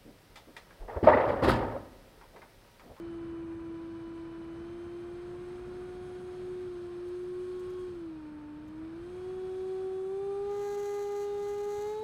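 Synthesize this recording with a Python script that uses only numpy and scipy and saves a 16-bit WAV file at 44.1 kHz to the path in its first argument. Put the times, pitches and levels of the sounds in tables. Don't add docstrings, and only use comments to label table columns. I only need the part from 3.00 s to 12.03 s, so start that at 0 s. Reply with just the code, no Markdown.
import sys
import numpy as np
from scipy import signal
from scipy.fft import rfft, irfft, next_fast_len
from scipy.io import wavfile
from scipy.ndimage import uniform_filter1d

SR = 44100
rng = np.random.default_rng(int(sys.argv[2]) if len(sys.argv) > 2 else 0)


def put_to_file(sound):
    columns = np.atleast_2d(sound).T
    safe = np.clip(columns, -1, 1)
    whole_steps = np.round(safe * 32767)
    wavfile.write(sys.argv[1], SR, whole_steps.astype(np.int16))


N = 398223

# time_s, shaft_hz
SHAFT_SPEED = [(0, 337.5), (.5, 331.7), (1.5, 332.5), (1.75, 344), (2.03, 347), (2.25, 353), (2.7, 360.5),
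               (3.0, 362.8), (3.65, 363.2), (3.78, 352.5), (3.95, 352.5), (4.17, 359), (4.5, 363.8),
               (4.87, 364), (5.13, 316), (5.27, 303), (5.45, 298), (5.58, 300.8), (5.75, 312), (5.95, 331),
               (6.11, 361), (6.31, 370.5), (6.71, 376), (7.05, 379), (7.23, 396), (7.35, 398),
               (7.52, 406.5), (8.45, 407.8), (8.8, 412), (9.03, 435)]
# time_s, first_db, second_db, third_db
HUM_LEVELS = [(0, -41.5, -67, -73), (.3, -40, -69, -65), (1.25, -42.5, -66.5, -61.5), (2.1, -42, -64, -70),
              (2.9, -42, -60, -75), (3.35, -41.5, -60.5, -72), (3.52, -38, -68, -73),
              (3.9, -41, -64, -67.5), (4.2, -37.5, -74.5, -69.5), (4.85, -38, -74, -60.5),
              (4.97, -42, -68, -70), (5.06, -40, -71, -70), (5.2, -43.5, -67, -62.5),
              (5.7, -45.5, -71, -66), (5.85, -41, -66, -71), (6.03, -43.5, -67.5, -71),
              (6.3, -38, -60, -67), (6.7, -35, -55, -65), (7.07, -35, -56, -62.5), (7.25, -34, -51, -60),
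              (7.55, -34.2, -47.5, -57.5), (8.2, -34, -47.5, -56.5), (8.35, -34.4, -50, -60),
              (8.5, -34.4, -47, -57), (8.8, -34.5, -46.5, -57.5), (9.03, -37, -45.5, -69)]
# order, free_db, full_rattle_db
UPPER_ORDERS = [(4, -72, -66.5), (5, -82, -70), (6, -81.5, -82), (7, -87.5, -71.5), (8, -90, -75),
                (10, -89.5, -75.5), (11, -94.5, -83.5), (12, -99, -90)]
# frequency_hz, gain_db
AIRFRAME_RESPONSE = [(1200, -4.5), (1600, -4), (2000, -3.5), (2260, 3.5), (2500, 0), (2900, 4),
                     (3300, -3.5), (3760, 6), (4100, 5.5), (4800, -1)]
# time_s, first_db, second_db, third_db
BLADE_LEVELS = [(0, -72, -96, -95), (.3, -74, -92, -92), (.5, -80, -91, -98), (1.4, -73.5, -91, -96),
                (1.75, -73, -85, -100), (2.6, -83, -95, -97), (3.1, -75.5, -87, -80), (3.45, -78, -84, -86),
                (3.7, -80, -95, -97), (4.2, -81.5, -95, -85), (4.8, -72.5, -86, -90), (5.1, -84, -96, -105),
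                (5.4, -84, -97, -104), (5.85, -87, -99, -99), (6.15, -73, -91, -95), (6.7, -74, -86, -100),
                (7.4, -75.5, -99, -104), (7.95, -86, -93, -104), (8.23, -82, -92, -104),
                (8.3, -69, -90, -104), (8.42, -73, -92, -104), (8.52, -89, -92, -104),
                (8.8, -72, -92, -104), (9.03, -63.5, -90, -104)]
# time_s, buffet_db, rush_db, inlet_db
AIR_LEVELS = [(0, -52, -55, -71), (.5, -52, -56, -74.5), (.9, -53.5, -56.5, -72), (1.9, -52.5, -55.5, -71),
              (2.7, -51.5, -54.5, -69.5), (3.6, -53.5, -56, -68), (4.3, -56, -57.5, -69.5),
              (4.75, -53.5, -56.5, -68), (5.15, -55, -58.5, -73), (5.5, -55, -58.5, -75),
              (6.15, -50.5, -56.5, -70.5), (6.8, -56, -57, -68.5), (7.03, -55.5, -58, -73),
              (7.6, -54.5, -56, -67), (8.1, -59, -57.5, -67), (9.03, -56.5, -57, -66)]
# frequency_hz, relative_db
BUFFET_SPECTRUM = [(11, -48.5), (18, -9.5), (43, -1), (91, 0.5), (187, -2), (258, -5.5), (267, -6),
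                   (280, -10), (360, -11), (620, -120)]
# frequency_hz, relative_db
RUSH_SPECTRUM = [(200, -13), (300, 2), (450, 1), (600, -5), (900, -6), (1200, -5), (1500, -6), (1900, -12),
                 (2170, -16.5), (2380, -11), (2600, -17), (2900, -21), (3500, -31), (4500, -32)]
# frequency_hz, relative_db
INLET_SPECTRUM = [(2200, -10), (3000, 0.5), (4200, -0.5), (4500, -1.5), (4800, -5.5), (5200, -3.5),
                  (5500, -8.5), (5900, -15.5)]
# frequency_hz, relative_db
DUCT_SPECTRUM = [(4800, -20.5), (5600, -8), (6400, 0), (7000, -10), (7600, -3), (8400, -0.7), (9200, -5),
                 (9800, 0), (10300, -9), (11500, -16.5), (13000, -16.5), (15000, -19), (16000, -16)]
# pitch_hz, width_hz, gain_db, polarity
PART_MODES = [(1900, 280, 15.5, 1), (4370, 680, 5.5, -1), (5600, 220, 6, -1), (6350, 570, 13.5, 1),
              (7300, 1100, 8.5, -1), (8100, 350, 7, 1), (10000, 530, 0.5, 1), (10900, 1000, -3, 1),
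              (12400, 1500, -6, 1), (12900, 900, -5, 1), (14300, 1200, -12.5, 1), (15400, 480, -4, -1)]
# start_s, peak_db
FLURRIES = [(2.4812, -66), (2.5914, -67), (3.6094, -69), (4.0824, -60), (4.2294, -63), (4.5544, -67),
            (4.595, -59), (4.6994, -58), (4.7294, -65), (4.7894, -68), (4.9457, -66), (5.6786, -64)]
# time_s, level_db
RATTLE_LEVELS = [(7.3, -100), (7.52, -68), (7.55, -66), (7.7, -58), (8.04, -59), (8.07, -63), (8.23, -59.5),
                 (8.3, -69), (8.41, -65.5), (8.46, -58.5), (8.57, -61.5), (8.75, -58.5), (8.88, -59.5),
                 (8.97, -68), (9.03, -72)]


def from_db(db):
    return 10 ** (np.asarray(db) / 20)


def unit_rms(x):
    return x / np.sqrt(np.mean(x ** 2) + 1e-20)


def curves(table):
    time_s, *columns = np.transpose(table)
    return [np.interp(np.arange(N) / SR, time_s, column) for column in columns]


def drift(rate_hz):
    hop, settle = 40, 2000
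    pole = np.exp(-2 * np.pi * hop * rate_hz / SR)
    white = rng.standard_normal(N // hop + settle + 2)
    slow = signal.lfilter([1], [1, -2 * pole, pole * pole], white)[settle:]
    return np.interp(np.arange(N) / hop, np.arange(len(slow)), unit_rms(slow))


def shaft_tone(turns, order, level_db, waver_db):
    return np.sqrt(2) * from_db(level_db + waver_db * drift(16)) * np.cos(2 * np.pi * order * turns)


def rotor_hum(turns, shaft_hz, full_rattle_db=-60, rattle_share=0.46):
    first_db, second_db, third_db = curves(HUM_LEVELS)
    hum = shaft_tone(turns, 1, first_db, waver_db=0.5)
    hum -= shaft_tone(turns, 2, second_db, waver_db=1.0)
    hum += shaft_tone(turns + rng.random(), 3, third_db, waver_db=1.6)
    swing_db = rattle_share * (curves(RATTLE_LEVELS)[0] - full_rattle_db)
    for order, free_db, rattling_db in UPPER_ORDERS:
        airframe_db = np.interp(order * shaft_hz, *np.transpose(AIRFRAME_RESPONSE))
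        running_db = free_db + airframe_db + 2.5 * drift(0.6)
        hum += shaft_tone(turns, order, np.maximum(running_db, rattling_db + swing_db), waver_db=2.5)
    return hum


def blade_whine(turns, blades=9):
    return sum(shaft_tone(turns, blades * harmonic, level_db, waver_db=1.0)
               for harmonic, level_db in enumerate(curves(BLADE_LEVELS), start=1))


def flow_noise(spectrum, flicker_db, flicker_hz):
    hz, db = np.transpose(spectrum)
    size = next_fast_len(N)
    bins_hz = np.arange(size // 2 + 1) * SR / size + 1e-3
    shape = from_db(np.interp(np.log(bins_hz), np.log(hz), db, left=-90, right=-90))
    noise = irfft(rfft(rng.standard_normal(size)) * shape, size)[:N]
    return unit_rms(noise * from_db(flicker_db * drift(flicker_hz)))


def airflow(turns, shaft_hz, cruise_hz=360, duct_cruise_db=-74.5, duct_db_per_octave=44.5):
    buffet_db, rush_db, inlet_db = curves(AIR_LEVELS)
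    octaves = np.log2(shaft_hz / cruise_hz)
    duct_db = np.clip(duct_cruise_db + duct_db_per_octave * octaves, -82, -73.5) + 0.4 * drift(3.5)
    swell = np.cos(2 * np.pi * turns)
    buffet = from_db(buffet_db) * flow_noise(BUFFET_SPECTRUM, flicker_db=0.74, flicker_hz=1.1)
    rush = from_db(rush_db) * flow_noise(RUSH_SPECTRUM, flicker_db=0.46, flicker_hz=30)
    inlet = from_db(inlet_db + 0.66 * swell) * flow_noise(INLET_SPECTRUM, flicker_db=0.5, flicker_hz=8)
    duct = from_db(duct_db + swell) * flow_noise(DUCT_SPECTRUM, flicker_db=0.7, flicker_hz=15)
    return buffet + rush + inlet + duct


def resonance(x, pitch_hz, width_hz):
    radius = np.exp(-np.pi * width_hz / SR)
    feedback = [1, -2 * radius * np.cos(2 * np.pi * pitch_hz / SR), radius * radius]
    return signal.lfilter(np.array([1, 0, -1]) * (1 - radius * radius) / 2, feedback, x)


def part_ring(clicks):
    return sum(polarity * from_db(gain_db) * resonance(clicks, pitch_hz, width_hz)
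               for pitch_hz, width_hz, gain_db, polarity in PART_MODES)


def part_flurries(touch_count=5, gap_s=0.0025, uneven_db=4):
    start_s, peak_db = np.transpose(FLURRIES)
    scatter = rng.standard_normal((len(start_s), touch_count, 2))
    touch_s = start_s[:, None] + gap_s * (np.arange(touch_count) + 0.24 * scatter[..., 0])
    touches = np.full(N, 1e-18)
    touches[(touch_s * SR).astype(int)] = from_db(peak_db[:, None] - uneven_db * abs(scatter[..., 1]))
    ring = part_ring(signal.lfilter([1, -0.8], [1], touches))
    return ring * (touches.max() / abs(ring).max())


def part_rattle(turns, contact_phase_turns=0.76, uneven_db=2.54, sputter_db=1.2, sputter_hz=24):
    hits = np.flatnonzero(np.diff(np.floor(turns - contact_phase_turns)) > 0)
    scatter = rng.standard_normal((len(hits), 2))
    jitter_s = 1.5e-5 * scatter[:, 0] + 2.5e-5 * drift(35)[hits]
    hits = np.clip(hits + np.round(jitter_s * SR).astype(int), 0, N - 1)
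    dip_db = sputter_db * drift(sputter_hz)[hits] ** 2
    contacts = np.full(N, 1e-18)
    contacts[hits] = from_db(uneven_db * scatter[:, 1] - dip_db)
    return from_db(curves(RATTLE_LEVELS)[0]) * unit_rms(part_ring(contacts))


def scene():
    inertia_s, hunt_hz = 0.065, 0.25
    shaft_hz = uniform_filter1d(curves(SHAFT_SPEED)[0], int(inertia_s * SR) + 1, mode="nearest")
    turns = np.cumsum(shaft_hz + hunt_hz * drift(12)) / SR
    fan = rotor_hum(turns, shaft_hz) + blade_whine(turns)
    loose_part = part_rattle(turns) + part_flurries()
    return (fan + loose_part + airflow(turns, shaft_hz))[None]


def record(dry):
    hiss_db, cutoff_hz = -85.5, 15700
    heard = dry + from_db(hiss_db) * rng.standard_normal(dry.shape)
    return signal.sosfilt(signal.ellip(12, 0.3, 70, cutoff_hz, fs=SR, output="sos"), heard)


dry = scene()
out = record(dry)
put_to_file(out)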